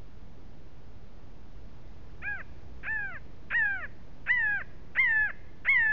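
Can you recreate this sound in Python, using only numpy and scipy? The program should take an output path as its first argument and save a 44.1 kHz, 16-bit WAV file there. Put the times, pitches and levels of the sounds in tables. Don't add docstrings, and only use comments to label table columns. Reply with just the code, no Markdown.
import sys
import numpy as np
from scipy import signal
from scipy.fft import rfft, irfft, next_fast_len
from scipy.io import wavfile
from scipy.ndimage import map_coordinates

SR = 44100
rng = np.random.default_rng(int(sys.argv[2]) if len(sys.argv) > 2 else 0)


def wav_record(signal):
    frames = np.transpose(np.atleast_2d(signal))
    bounded = np.clip(frames, -1, 1)
    quanta = np.round(bounded * 32767).astype(np.int16)
    wavfile.write(sys.argv[1], SR, quanta)


N = 261072


def amp(db):
    return 10 ** (np.asarray(db) / 20)


def unit(x):
    return x / np.sqrt(np.mean(x ** 2) + 1e-20)


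def along(points, hz):
    freqs, values = np.transpose(points)
    return np.interp(np.log(hz + 1), np.log(freqs + 1), values)


def bell(x, centre, width):
    return np.exp(-((x - centre) / width) ** 2)


def wobble(rate, size):
    knots = rng.standard_normal(int(size * rate / SR) + 4)
    return map_coordinates(knots, [np.arange(size) * rate / SR])


def filtered(x, response):
    size = next_fast_len(N + SR // 2)
    return irfft(rfft(x, size) * response(np.fft.rfftfreq(size, 1 / SR)), size)[:N]


def coloured_noise(spectrum):
    return unit(filtered(rng.standard_normal(N), lambda hz: amp(along(spectrum, hz))))


def resonance(hz, centre_hz, q):
    return 1 / (1 + 1j * q * (hz / centre_hz - centre_hz / hz))


def wind(level_db=-49, sway_db=0.5641):
    # frequency in Hz, relative spectral density in dB.
    wind_spectrum = [(12, -7), (30, 2.5), (55, -0.95), (110, -5), (200, -11), (400, -17), (700, -22.5),
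                     (1200, -28), (2200, -33.5), (3500, -37.5), (5000, -41), (6300, -45.5), (7200, -49)]
    rush = coloured_noise(wind_spectrum)
    return amp(level_db + sway_db * wobble(0.86, N)) * rush


def wood_reverb(x, gain_db=-30):
    # frequency in Hz, time to decay by 60 dB in seconds.
    decay_times = [(500, 1.9), (2000, 0.988), (7000, 0.6)]
    hz, t, noise = signal.stft(rng.standard_normal(SR), SR, nperseg=256)
    decay = amp(-60 * t / along(decay_times, hz)[:, None])
    tail = signal.istft(noise * decay, SR, nperseg=256)[1]
    scattered = filtered(x, lambda hz: amp(along([(1600, -7), (2100, 10.0)], hz)))
    return amp(gain_db) * signal.fftconvolve(scattered, tail / np.linalg.norm(tail))[:N]


def trunk_echoes(x, level_db=-22, first_s=0.0055, last_s=0.045, count=9):
    delays = np.linspace(first_s, last_s, count) + rng.uniform(0, 0.0033, count)
    gains = unit(1 / np.sqrt(delays)) / np.sqrt(count)
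    return amp(level_db) * sum(g * np.pad(x, (round(d * SR), 0))[:N] for g, d in zip(gains, delays))


def rasp(samples, age, phase, gain_db=-11, decay_s=0.14):
    # frequency in Hz, relative spectral density in dB.
    rasp_spectrum = [(500, -50.5), (1200, -11.5), (1750, -15.5), (2450, -9), (2800, -12), (3200, -22.5),
                     (4500, -55.5)]
    hiss = coloured_noise(rasp_spectrum)[samples]
    return amp(gain_db) * np.exp(-age / decay_s) * hiss * (1 + np.sin(phase))


def gesture(age, mew, snag_at_hz=665.2, last_hz=456.3, attack_db=18, release_db=42):
    length, opening_hz, leap, snag_hz, aim_hz, slide, held_hz, release = mew[1:9]
    level_db, sag_db_per_s, accent_db, last_swell_db = mew[9:]
    note = held_hz + (aim_hz - held_hz) / (1 + (age / slide) ** 3.78)
    pitch = note + (opening_hz - note) / (1 + (age / leap) ** 2.37)
    pitch = pitch - snag_hz * bell(pitch, snag_at_hz, width=80) * (age < slide / 2)
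    slack = 1 - np.tanh((length - age) / release)
    pitch = pitch * (1 - slack) + last_hz * slack
    onset_db = -attack_db * np.maximum(0, 1 - age / (2.167 * leap))
    push_db = accent_db * bell(age, centre=0.0503, width=0.017)
    crossing_db = np.where(age < length / 2, 0.5, last_swell_db) * bell(pitch, centre=542.5, width=103.4)
    return pitch, level_db - sag_db_per_s * age + onset_db + push_db + crossing_db - release_db * slack


def strain(hz, effort_db, age, bite_hz=3100, flare_hz=4100, soften_hz=2600):
    def above(edge_hz):
        return 1 / (1 + (edge_hz / hz) ** 24)

    relaxed = 1 / (1 + (0.064 / (age + 1e-6)) ** 8)
    flare_db = -3 + 0.52 * effort_db - 12 * relaxed
    soften_db = 3 * bell(age, centre=0.129, width=0.023)
    return amp(effort_db * above(bite_hz) + flare_db * above(flare_hz) - soften_db * above(soften_hz))


def throat(hz, pitch, age, effort_db, rest_hz=1750, upper_hz=2440, opening_s=0.0574):
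    # frequency in Hz before scaling by the gape, relative partial level in dB.
    syrinx_spectrum = [(300, -1), (550, 18.5), (850, 3.5), (1150, -1), (1750, 2.5), (2200, -9.5),
                       (2600, -6.5), (3500, -13), (4300, -12), (5400, -10.5), (7000, -21)]
    gape = np.maximum(1, 2 * pitch / rest_hz)
    source = amp(along(syrinx_spectrum, hz / gape))
    main = resonance(hz / gape, rest_hz, q=2.58 * amp(0.24 * effort_db)) ** 2
    half_shut = np.maximum(1 / (1 + (age / opening_s) ** 12), 0.096 / (1 + (pitch / 680) ** 12))
    upper = 1 + amp(18) * half_shut * np.abs(resonance(hz, upper_hz, q=10.0)) ** 2
    chest = amp(4.5 * bell(hz, centre=1070, width=24))
    return source * chest * main * upper


def bird_call(mew, full_effort_db=-25, clear_hz=610, top_hz=8000):
    start, length = mew[:2]
    samples = np.arange(round(start * SR), min(N, round((start + length) * SR)))
    size = len(samples)
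    age = np.arange(size) / SR
    pitch, level_db = gesture(age, mew)
    effort_db = level_db - full_effort_db
    creak = 1 / (1 + (pitch / clear_hz) ** 8)
    jitter = (0.0007 + 0.033 * creak) * wobble(260, size)
    waver = 0.0027 * wobble(55, size)
    pitch = pitch * (1 + jitter + waver)
    phase = 2 * np.pi * np.cumsum(pitch) / SR - np.pi / 2
    harmonic = np.arange(1, 21)[:, None]
    hz = harmonic * pitch
    partials = throat(hz, pitch, age, effort_db * (1 - creak)) * strain(hz, effort_db, age)
    partials *= hz < top_hz
    partials /= np.sqrt(np.sum(np.abs(partials) ** 2, axis=0) / 2)
    tone = np.sum(partials * np.exp(1j * harmonic * phase), axis=0).real
    breath = creak * rasp(samples, age, phase)
    shimmer_db = (1.1767 - 2.0 * creak) * wobble(149.2, size)
    fade = np.clip(age / 0.0032, 0, 1) * np.clip((length - age) / 0.006, 0, 1)
    voice = np.zeros(N)
    voice[samples] = amp(level_db + shimmer_db) * fade * (tone + breath)
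    return voice


def scene():
    # start and length in seconds, opening pitch in Hz, leap time in seconds, snag depth in Hz,
    # aimed pitch in Hz, slide time in seconds, held pitch in Hz, release time in seconds,
    # base level in dB, sag in dB per second, accent in dB, last swell in dB.
    mews = [(2.217, 0.2094, 572.6, 0.02235, 4.5, 852.5, 0.435, 766.7, 0.0622, -31, -1.5, -2, 22.5),
            (2.831, 0.3605, 228.6, 0.02558, 120, 948.6, 0.14, 796.1, 0.083, -29.5, 14.5, -1, 24),
            (3.502, 0.3706, 246.4, 0.0257, 113, 1077, 0.0985, 800.8, 0.087, -21.5, 33.5, -1, 27.5),
            (4.261, 0.3684, 227.5, .0192, 139, 1054, 0.1429, 801.6, .038, -26.5, 3.5, 5.5, 22.5),
            (4.95, 0.3655, 214.5, .0183, 58.5, 1142, 0.1093, 850.8, .033, -24, 6, 3, 24),
            (5.647, 0.4174, 242.3, 0.02096, 39, 1197, 0.1144, 852.1, 0.063, -22.5, 14, 3, 34)]
    bird = sum(bird_call(mew) for mew in mews)
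    return (bird + trunk_echoes(bird) + wood_reverb(bird) + wind())[None]


def record(dry, band_hz=6900, hiss_db=-96, hiss_top_hz=16000, offset=0.0134):
    heard = filtered(dry[0], lambda hz: 1 / np.sqrt(1 + (hz / band_hz) ** 80))
    hiss = amp(hiss_db) * rng.standard_normal(N)
    return offset + filtered(heard + hiss, lambda hz: hz < hiss_top_hz)[None]


dry = scene()
out = record(dry)
wav_record(out)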